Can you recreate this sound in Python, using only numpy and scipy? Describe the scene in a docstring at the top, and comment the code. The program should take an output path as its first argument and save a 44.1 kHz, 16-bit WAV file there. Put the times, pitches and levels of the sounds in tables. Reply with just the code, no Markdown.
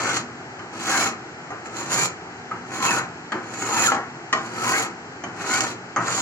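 """Shaving wood with a spokeshave

In a small workshop, a two-handled blade is pushed in eight strokes along a hardwood bar braced between
chest and bench. Fibres snap at the edge: the bar answers with a hollow rasp and gliding chatter, the
steel with a ringing hiss. Between strokes the tool knocks on the wood. A fan runs quietly throughout."""
import sys
import numpy as np
from scipy import signal
from scipy.fft import rfft, irfft
from scipy.io import wavfile
from scipy.ndimage import map_coordinates

SR = 44100
rng = np.random.default_rng(int(sys.argv[2]) if len(sys.argv) > 2 else 0)


def file_out(sig):
    """Save sig as 16-bit WAV at sys.argv[1]."""
    # one column per channel
    cols = np.atleast_2d(sig).T
    # limit, then scale
    lim = np.clip(cols, -1, 1)
    pcm = np.round(lim * 32767).astype(np.int16)
    wavfile.write(sys.argv[1], SR, pcm)


N = 273861


def from_db(db):
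    """Turn decibels into a gain to multiply by."""
    return 10 ** (np.asarray(db) / 20)


def unit_power(x):
    """Scale a signal to an average power of 1."""
    return x / np.sqrt(np.mean(x ** 2) + 1e-20)


def drift(rate_hz):
    """A smooth random wander, about 1 in size."""
    points = rng.standard_normal(N // 8)
    return unit_power(np.interp(np.arange(N) * rate_hz / SR, np.arange(len(points)), points))


def colour(x, spectrum, size=4096):
    """Shape the tone to follow (frequency [Hz], level [dB]) points, with no ringing ahead of a sound."""
    hz, db = np.transpose(spectrum)
    grid = np.maximum(np.arange(size // 2 + 1) * SR / size, 1)
    cepstrum = irfft(np.log(from_db(np.interp(np.log(grid), np.log(hz), db))))
    cepstrum[1:size // 2] *= 2
    cepstrum[size // 2 + 1:] = 0
    return signal.oaconvolve(x, irfft(np.exp(rfft(cepstrum))))[:len(x)]


def resonate(x, hz, width_hz):
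    """Ring at one pitch (a mode); the narrower it is, the longer it rings."""
    r = np.exp(-np.pi * width_hz / SR)
    feedback = [1, -2 * r * np.cos(2 * np.pi * hz / SR), r * r]
    return signal.lfilter(np.array([1, 0, -1]) * (1 - r * r) / 2, feedback, x + 1e-18)


def body(x, modes):
    """An object rings at several pitches at once, every other one flipped in sign."""
    return sum((-1) ** k * from_db(db) * resonate(x, hz, width)
               for k, (hz, width, db) in enumerate(modes))


def struck(x, modes):
    """Like body, but a click of size 1 starts each mode at its listed level."""
    return sum((-1) ** k * from_db(db) * SR / (2 * np.pi * width) * resonate(x, hz, width)
               for k, (hz, width, db) in enumerate(modes))


def glide(x, hz, width_hz):
    """Ring at a pitch that moves."""
    turn = np.exp(2j * np.pi * np.cumsum(hz) / SR)
    r = np.exp(-np.pi * width_hz / SR)
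    return np.real(turn * signal.lfilter([1 - r], [1, -r], x / turn))


def surrounding_noise(count, spacing_m):
    """Noise from all sides, heard left and right: alike in the bass, unrelated in the treble."""
    alike = np.sinc(2 * np.fft.rfftfreq(count, 1 / SR) * spacing_m / 343)
    mid, side = rfft(rng.standard_normal((2, count)))
    mid, side = mid * np.sqrt((1 + alike) / 2), side * np.sqrt((1 - alike) / 2)
    return irfft([mid + side, mid - side], count)


# The tone of the steady background rush: (frequency [Hz], level [dB])
RUSH_TONE = [(25, -3.5), (60, -14), (80, -4.5), (110, 0), (200, -4), (300, -7), (380, 0), (560, -9.5),
             (790, 0), (1050, -8.5), (1450, -3.5), (2200, -8.5), (3300, -19.5), (7600, -22), (9000, -61)]
# Low room notes humming unsteadily under the rush of air: (pitch [Hz], level [dB])
ROOM_HUM_NOTES = [(134.6, -54), (177.6, -56.5), (247.6, -53.5), (296.1, -52.5), (338, -52.5)]
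def fan_and_room_hum():
    """A steady rush of air, with the room's low notes wavering under it."""
    t = np.arange(N) / SR
    air = surrounding_noise(N, spacing_m=0.1)
    rush = unit_power(np.array([colour(side, RUSH_TONE) for side in air]))
    hum = sum(from_db(db) * (1 + drift(7.7)) * np.sin(2 * np.pi * hz * t + 1.7 * drift(8.3))
              for hz, db in ROOM_HUM_NOTES)
    return from_db(-37.5) * rush + hum


def stroke(t, bite, lift, run_up_s, release_db_per_s, swell_db):
    """One stroke's loudness rises to the bite, lasts through the cut and drops to a fading slide."""
    to_go = np.maximum(bite - t, 0) / run_up_s
    off_wood = np.maximum(to_go - 0.73, 0)   # the edge touches for the last 73% of the run-up
    rise_db = -28.5 * (to_go + 10 * off_wood)
    cut_db = swell_db * (np.clip((t - bite) / (lift - bite), 0, 1) - .5)
    since_lift = np.maximum(t - lift, 0)
    slide_db = -26 - 170 * since_lift   # the tool's flat underside, its sole, slides on a little
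    release_db = np.maximum(-release_db_per_s * since_lift, slide_db)
    return from_db(np.maximum(rise_db + cut_db + release_db, -200))


# Full cuts, and light scuffs before or after them: (bite time [s], lift time [s], run-up [s],
# rasp [dB], hiss [dB], blade ring [dB], sizzle against hiss [dB], swell of the hiss over the cut [dB])
STROKE_PLAN = [ (0.006, 0.17, 0.32, -29, -36.5, -37, -15.5, 3),
               (0.913, 1.068, 0.25, -26, -32, -29.5, -10.5, -1.5),
               (1.659, 1.67, 0.034, -41, -51.5, -44, -7, -3),
               (1.771, 1.843, 0.12, -35.5, -43.5, -38, -8, -1),
               (1.918, 2.0485, 0.075, -28.5, -33, -25.5, -9, -1),
               (2.744, 2.864, 0.11, -35, -45, -42, -5, -6.5),
               (2.842, 2.99, 0.079, -28, -35.5, -32.5, -8, -5.5),
               (3.607, 3.93, 0.21, -39.5, -47, -36.5, -5.5, -6.5),
               (3.777, 3.87, 0.47, -28, -33, -25.5, -6, 6), (3.935, 3.95, 0.03, -39, -42, -55, -24, -5),
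               (4.467, 4.464, 0.11, -37.5, -47, -44, -5, 4), (4.68, 4.835, 0.3, -28, -35.5, -32, -6.5, -2),
               (4.82, 4.865, 0.025, -51, -57.5, -56, -22, -5), (5.41, 5.71, 0.13, -36.5, -44.5, -46, -8, 1),
               (5.536, 5.647, 0.2, -30, -35.5, -30.5, -11.5, -4.5),
               (6.08, 6.22, 0.14, -31, -35, -28.5, -13.5, 3.5), ]
def stroke_gains():
    """Rasp, hiss, sizzle and blade ring all grow with the depth of the cut, the last two most steeply."""
    t, power = np.arange(0, N + 20, 20) / SR, 0
    for bite, lift, run_up_s, rasp_db, hiss_db, ring_db, sizzle_db, swell_db in STROKE_PLAN:
        sag_db = -14.5 * (lift - bite)   # the bar answers less as the tool nears the bench
        wood = stroke(t, bite, lift, run_up_s, release_db_per_s=220, swell_db=sag_db)
        steel = stroke(t, bite, lift, run_up_s, release_db_per_s=337, swell_db=swell_db)
        hiss = from_db(hiss_db) * steel
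        sizzle = from_db(sizzle_db) * hiss * (hiss / from_db(-32)) ** 0.5
        ring = from_db(ring_db) * steel ** 1.53
        power = power + np.array([from_db(rasp_db) * wood, hiss, sizzle, ring]) ** 2
    return [np.interp(np.arange(N) / SR, t, gain) for gain in np.sqrt(power)]


def shaving_cracks(cracks_per_s=210, spread_db=1.5, drop_db=7):
    """The shaving breaks into short pieces: the force jumps at each crack and falls until the next."""
    cracks = np.cumsum(cracks_per_s * from_db(4 * drift(rate_hz=170))) / SR
    strength_db = spread_db * np.clip(rng.standard_normal(N // 8), -2, 2)
    return unit_power(from_db(strength_db[cracks.astype(int)] - drop_db * (cracks % 1)))


def fibres(snaps_per_s, spread_db, friction_db):
    """Force on the edge: fibres of uneven size snap over the smooth rubbing of the sole."""
    sizes = from_db(spread_db * np.minimum(rng.exponential(1, N), 4)) * rng.choice([-1, 1], N)
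    snaps = sizes * (rng.random(N) < snaps_per_s / SR)
    return unit_power(unit_power(snaps) + from_db(friction_db) * rng.standard_normal(N))


# The pitches at which the bar rings: (pitch [Hz], width [Hz], level [dB])
BAR_RINGS = [(764, 40, -3), (968, 28, -1), (1041, 32, -3), (1270, 95, 0), (1453, 50, -3), (1788, 80, -8),
             (2181, 80, -6), (2535, 60, -7)]
# The tone of the rasp, and how wood muffles the treble: both (frequency [Hz], level [dB])
RASP_TONE = [(50, -43), (200, -24.5), (450, -2.5), (620, -2.5), (760, 2.5), (900, -2), (1400, 2),
             (2400, -1), (2900, -8), (4000, -74), (6000, -51)]
WOOD_MUFFLING = [(2700, 6), (3600, -3), (5000, -8), (9000, -32), (12000, -50)]
def bar_rasp(gain, catching):
    """Snapping fibres make the bar rasp and ring, and push dully on the bench."""
    force = unit_power(catching * fibres(snaps_per_s=1800, spread_db=4.5, friction_db=-1.5))
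    tearing = unit_power(catching * fibres(snaps_per_s=1600, spread_db=0.5, friction_db=-7.5))
    rasp = from_db(-2) * unit_power(colour(tearing, RASP_TONE))
    hollow = from_db(-2.5) * unit_power(colour(body(force, BAR_RINGS), WOOD_MUFFLING))
    push = from_db(-37.5) * (gain / from_db(-32)) ** 0.49   # even a light stroke leans on the bench
    return gain * (rasp + hollow) + push * unit_power(bench(force))


# The bench's low notes: (pitch [Hz], width [Hz], level [dB])
BENCH_RINGS = [(109.3, 23, -1.5), (133.3, 2.2, -3.5), (173.5, 6.3, -10), (244, 13.3, 0.5), (336.7, 31, -4),
               (453, 3.2, 3)]
# The tone of its thud: (frequency [Hz], level [dB])
THUD_TONE = [(30, -99), (65, -34), (100, -2), (200, 3.5), (330, 5), (480, 2), (650, -7.5), (1200, -61.5),
             (6000, -105), (14000, -140)]
def bench(force):
    """The bench takes a push dully and booms at a few low notes."""
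    return colour(force + from_db(8) * body(force, BENCH_RINGS), THUD_TONE)


def blade_ring(gain, catching, base_hz=6660, climb_hz=150, fill_s=.16):
    """Snaps ring the blade in bursts; its pitch climbs as the shaving packs its slot and stiffens it."""
    force = catching ** 1.3 * fibres(snaps_per_s=2800, spread_db=-3, friction_db=-20)
    packed = signal.lfilter([1], [1, -np.exp(-1 / (fill_s * SR))], np.sqrt(gain))
    hz = base_hz + climb_hz * (packed / packed.max()) ** 2
    modes = glide(force, hz, width_hz=190) - from_db(-7.5) * glide(force, 1.103 * hz, width_hz=630)
    ringing = resonate(modes, hz=6800, width_hz=1200)   # the clamped blade sounds best near its modes
    return from_db(-3) * gain * unit_power(ringing)


# The tones of the hiss and of the higher sizzle: both (frequency [Hz], level [dB])
HISS_TONE = [(1800, -10), (2800, -3), (3300, 1), (3650, -2), (4100, 0.5), (4700, -1.5), (5250, -5.5),
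             (5800, -0.5), (7000, -2), (7900, -5), (8300, -22), (8700, -15), (11000, -30), (16000, -50)]
SIZZLE_TONE = [(6000, -25), (8300, -14), (9000, -2), (10200, 0), (11400, -1), (12000, -9), (13500, -11),
               (15000, -9), (16000, -13)]
def edge_hiss(gain, sizzle, catching):
    """Fibres tear along the edge with a hiss; a deep cut adds sizzle."""
    tearing = unit_power(catching * fibres(snaps_per_s=1300, spread_db=3.6, friction_db=-8))
    hiss = gain * from_db(4) * unit_power(colour(tearing, HISS_TONE))
    return hiss + sizzle * unit_power(colour(tearing, SIZZLE_TONE))


# Bouts of chatter: (start [s], end [s], first pitch [Hz], last pitch [Hz], level [dB])
CHATTER_BOUTS = [ (0.016, 0.14, 2230, 2160, -34), (0.06, 0.12, 1465, 1460, -28),
                 (0.914, 0.99, 1683, 1486, -27), (0.923, 1.042, 2020, 2390, -31),
                 (1.02, 1.1, 1296, 1225, -32), (1.97, 2.064, 2290, 2344, -33),
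                 (2.816, 2.917, 1044, 955, -25), (2.82, 2.887, 3290, 3150, -37.5),
                 (2.874, 2.938, 2676, 2483, -26), (2.904, 2.93, 1960, 1620, -26),
                 (2.914, 3.012, 1506, 1460, -28.5), (3.704, 3.794, 1037, 950, -29.5),
                 (3.77, 3.864, 2600, 2460, -30), (3.82, 3.88, 1950, 1590, -28),
                 (3.871, 3.915, 1447, 1310, -23), (4.575, 4.706, 1290, 1380, -33),
                 (4.647, 4.724, 975, 1046, -29), (4.724, 4.768, 1486, 1630, -25),
                 (4.731, 4.791, 1910, 2240, -27), (5.487, 5.59, 1390, 1500, -31),
                 (5.506, 5.586, 2085, 2388, -30), (6.074, 6.1, 1320, 1284, -27)]
def chatter(catching, width_hz=100):
    """The pressed edge sticks and slips, locking briefly onto rough notes that glide as it travels."""
    out = np.zeros(N)
    force = catching * fibres(snaps_per_s=1500, spread_db=4, friction_db=-11.5)
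    for start, end, first_hz, last_hz, level_db in CHATTER_BOUTS:
        span = np.arange(max(round((start - .04) * SR), 0), round((end + .04) * SR))
        progress = (span / SR - start) / (end - start)
        hz = first_hz * (last_hz / first_hz) ** np.clip(progress, -.5, 1.5)
        fade = np.exp(-(1.8 * (progress - .5)) ** 4)
        note = glide(glide(force[span], hz, width_hz), hz, width_hz)
        note = note / np.abs(signal.hilbert(note)) ** .6   # locking partly evens out the loudness
        out[span] += from_db(level_db) * unit_power(note * fade) * np.sqrt(np.mean(fade ** 2))
    return out


# Coarse splinters tearing out: (time [s], surge [dB])
SPLINTERS = [ (0.168, 5.7), (1.072, 1.7), (1.096, 4), (1.861, 14), (2.055, 4.3), (2.847, 2.3), (2.963, 1.6),
             (3.537, 9.7), (3.818, 2.2), (4.767, 4.6), (4.79, 2), (5.487, 4.1), (5.504, 3.4), (5.604, 8.5),
             (6.082, 5)]
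def splinter_surges(fade_s=.005):
    """Each splinter gives the cut a jump in loudness that dies at once."""
    t = np.arange(N) / SR
    return 1 + sum((from_db(db) - 1) * (t >= s) * np.exp(-np.abs(t - s) / fade_s) for s, db in SPLINTERS)


def blow(time_s, first, rattle_s, settle_s, clack=0, clack_s=0.0012):
    """A first contact and a brief clack, then a rattle that dies as the sole settles on the wood."""
    t = np.arange(SR // 4) / SR
    rattle = (np.exp(-t / rattle_s) + clack * np.exp(-t / clack_s)) * (1 - np.exp(-t / settle_s))
    force = rng.standard_normal(len(t)) * rattle / np.linalg.norm(rattle)
    force[0] += first
    return np.pad(force, (round(time_s * SR), N))[:N]


def bounce(time_s, again, gap_s):
    """A clean contact, and a lighter one as the tool drops back."""
    force = np.zeros(N)
    force[round(time_s * SR)] = 1
    force[round((time_s + gap_s * rng.uniform(.8, 1.2)) * SR)] += again
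    return force


# The tool meets or leaves the wood: (time [s], clack [dB], bar ring [dB], note of the gripped
# stretch of bar [Hz], note level [dB], steel tick [dB], blade ping [dB], thud [dB])
KNOCK_PLAN = [ (0.168, -13.5, -43, 1195, -35, -34, -42, -25), (0.409, -42, -46, 726, -46, -66, -61, -31),
              (0.593, -21, -37, 1200, -53, -43, -60, -29), (1.075, -14.5, -30, 1300, -37, -57, -47, -40),
              (1.505, -13, -40, 726, -33, -53, -33, -31.5), (2.253, -24, -52, 890, -46, -65, -66, -34),
              (2.512, -14, -34, 1296, -28, -48, -54, -27), (2.995, -12.5, -31, 1440, -34, -60, -60, -34),
              (3.3198, -8.5, -27.5, 1530, -29, -29.5, -58, -18),
              (3.9195, 0, -24, 790, -25.5, -27, -52, -23.5),
              (4.3271, -6.5, -25, 1033, -26, -18.5, -24, -26.5),
              (4.332, -9, -24.5, 1077, -24, -24.5, -31, -33), (4.819, -17, -51, 764, -32, -47, -44, -32),
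              (5.238, -13, -44, 717, -32, -35, -26.5, -24), (5.962, -4, -22, 1285, -17.5, -34.5, -16, -20),
              (6.001, -28, -39, 1296, -28, -54, -50, -28)]
def knocks(load, note_width_hz=19):
    """Each knock clacks and rings the bar, ticks and skids on the steel and thuds into the bench."""
    strikes, rings, notes, ticks, skids, pings, thuds = np.zeros((7, N))
    hardness = 0.24   # strength of the first contact against the rattle
    for time_s, clack_db, ring_db, note_hz, note_db, tick_db, ping_db, thud_db in KNOCK_PLAN:
        snap = 50 * load[round(time_s * SR)]   # breaking free mid-cut hits harder and rattles less
        hit = blow(time_s, first=hardness + 0.59 * snap, rattle_s=0.065, settle_s=0.0025, clack=0.61)
        force = from_db(clack_db) * hit / np.hypot(1, snap)
        soft = np.exp(-2 * np.pi * 1.33 * note_hz / SR)   # a lower knock is also a duller one
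        strikes += signal.lfilter([1 - soft], [1, -soft], force)
        contact = bounce(time_s, again=.25, gap_s=.0035)
        contact += .3 * blow(time_s, first=0, rattle_s=0.032, settle_s=0.004)
        rings += from_db(ring_db) * contact
        notes += struck(contact, [(note_hz, note_width_hz, note_db)])
        ticks += from_db(tick_db) * blow(time_s, first=0.43, rattle_s=0.0017, settle_s=0.00048)
        skids += from_db(tick_db - 7) * blow(time_s, first=0, rattle_s=0.06, settle_s=0.013)
        pings += from_db(ping_db) * contact
        thuds += from_db(thud_db) * blow(time_s, first=hardness, rattle_s=0.049, settle_s=0.012)
    return knocked_wood(strikes, rings, notes, thuds), knocked_steel(ticks, skids, pings)


# The tone of the wooden clack: (frequency [Hz], level [dB])
CLACK_TONE = [(50, -40), (120, -18), (200, -14), (330, -8), (600, -9), (800, -3), (1300, 0), (2000, -4),
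              (2800, -15), (4500, -28), (9000, -62), (14000, -100)]
# The pitches of the knocked bar: (pitch [Hz], width [Hz], level [dB])
KNOCK_RINGS = [(1040, 20, -26), (1212, 21, 1.5), (1590, 21, -15.5), (2167, 54, -7)]
def knocked_wood(strikes, rings, notes, thuds):
    """The bar clacks, rings and thumps at its lowest note, over the thud of the bench."""
    clack = from_db(28) * colour(strikes, CLACK_TONE)
    ring = from_db(-3.5) * colour(struck(rings, KNOCK_RINGS) + notes, WOOD_MUFFLING)
    thump = from_db(7) * resonate(thuds, hz=331, width_hz=25)
    return clack + ring + from_db(29) * (bench(thuds) + thump)


# The tone of the steel's tick: (frequency [Hz], level [dB])
TICK_TONE = [(400, -20), (1800, 2), (3000, 0), (5000, -4), (6500, -3), (7800, -7), (8600, -27),
             (11000, -36), (13000, -66)]
# The pitches of the knocked tool: (pitch [Hz], width [Hz], level [dB])
TOOL_RINGS = [(1910, 83, -2), (2380, 91, -1.5), (3040, 95, 3.5), (4430, 180, 1.5)]
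# The tone of skid and echo tails, bright to 7.5 kHz, nearly silent above: (frequency [Hz], level [dB])
TAIL_TONE = [(5500, 1), (7500, 2.5), (9500, -36), (14000, -51)]
def knocked_steel(ticks, skids, pings, ping_hz=6450, ping_width_hz=330):
    """The sole ticks and skids, the tool rings and its blade pings."""
    contact = from_db(25.5) * (ticks + colour(skids, TAIL_TONE))
    ring = from_db(4) * struck(ticks, TOOL_RINGS)
    ping = struck(pings, [(ping_hz, ping_width_hz, 3)])
    return colour(contact + ring + ping, TICK_TONE)


def direct(x, sway, lag_s=0.00007, sway_s=0.00003):
    """Direct sound reaches the right side a little late, by a lag that moves with the hands."""
    late = np.arange(N) - (lag_s + sway_s * sway) * SR
    return np.array([x, map_coordinates(x, [late], order=3)])


def echoes(x, decay):
    """Dense echoes arrive from all sides and die away."""
    paths = surrounding_noise(len(decay), spacing_m=0.12) * decay / np.linalg.norm(decay)
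    return signal.oaconvolve(x[None], paths, axes=1)[:, :N]


def workshop(x, near_db, room_db, ring_s, scatter_s=.006):
    """Bench and tools scatter the sound, by paths that shift as the hands move; then the room rings."""
    t = np.arange(SR // 2) / SR
    scatter = (np.exp(-t / scatter_s) * (t > .002))[:SR // 16]
    tail = from_db(-60 * t / ring_s) * (1 - np.exp(-t / 0.0053))
    places = np.array([drift(rate_hz=7) for place in range(4)])
    near = sum(echoes(x * share, scatter) for share in places / np.linalg.norm(places, axis=0))
    return from_db(near_db) * near + from_db(room_db) * echoes(colour(x, TAIL_TONE), tail)


# The microphone's two sides face different ways: (frequency [Hz], left minus right [dB])
SIDE_BALANCE = [(100, -1.7), (300, -1), (600, 1.1), (1000, 2.8), (1600, 3.8), (2400, 2.8), (3300, 0.5),
                (4700, 2.5), (5800, -4), (6800, -5.5), (8600, 0), (10000, 11), (12000, 12)]
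def scene():
    """Wood and steel sound in the workshop, over the fan."""
    rasp, hiss, sizzle, ring = stroke_gains()
    # the edge catches and frees unevenly
    catching = shaving_cracks() * from_db(0.55 * drift(rate_hz=380) + 0.13 * drift(rate_hz=49))
    surge = splinter_surges()
    knock, tick = knocks(load=rasp)
    sway = drift(rate_hz=3.856)
    wood = bar_rasp(rasp * surge ** .5, catching) + chatter(catching) + knock
    # the whole width of the edge hisses, so each side hears its own mix of fibres
    edge = surge * np.array([blade_ring(ring, catching) + edge_hiss(hiss, sizzle, catching)
                             for side in range(2)])
    tool = from_db(0.89) * direct(wood, sway) + from_db(-1.07) * edge + from_db(-3) * direct(tick, sway)
    tool += workshop(wood, near_db=-5.5, room_db=-7.5, ring_s=0.31)
    tool += workshop(edge[0] + tick, near_db=-2, room_db=-7.5, ring_s=0.19)
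    return np.array([colour(side, [(hz, sign * db / 2) for hz, db in SIDE_BALANCE])
                     for side, sign in zip(tool + fan_and_room_hum(), (1, -1))])


# A dip in what left and right share, and a lift in the rest: both (frequency [Hz], level [dB])
SHARED_DIP = [(1400, 0), (2200, -3), (2900, -4), (3300, -7), (3500, -20), (3700, -20), (3900, -3),
              (4200, 0)]
SIDE_LIFT = [(1300, -0.5), (2200, -0.5), (3300, 2.5), (4200, 0)]
def record(dry, low_cut_hz=97, high_cut_hz=15800):
    """The small microphone loses the deep bass and widens the low treble; the very top is cut steeply."""
    mid = colour((dry[0] + dry[1]) / 2, SHARED_DIP)
    side = colour((dry[0] - dry[1]) / 2, SIDE_LIFT)
    stereo = np.array([mid + side, mid - side])
    thin = signal.sosfilt(signal.butter(2, low_cut_hz, "high", fs=SR, output="sos"), stereo)
    return signal.sosfilt(signal.ellip(12, .1, 90, high_cut_hz, fs=SR, output="sos"), thin)


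dry = scene()
out = record(dry)
file_out(out)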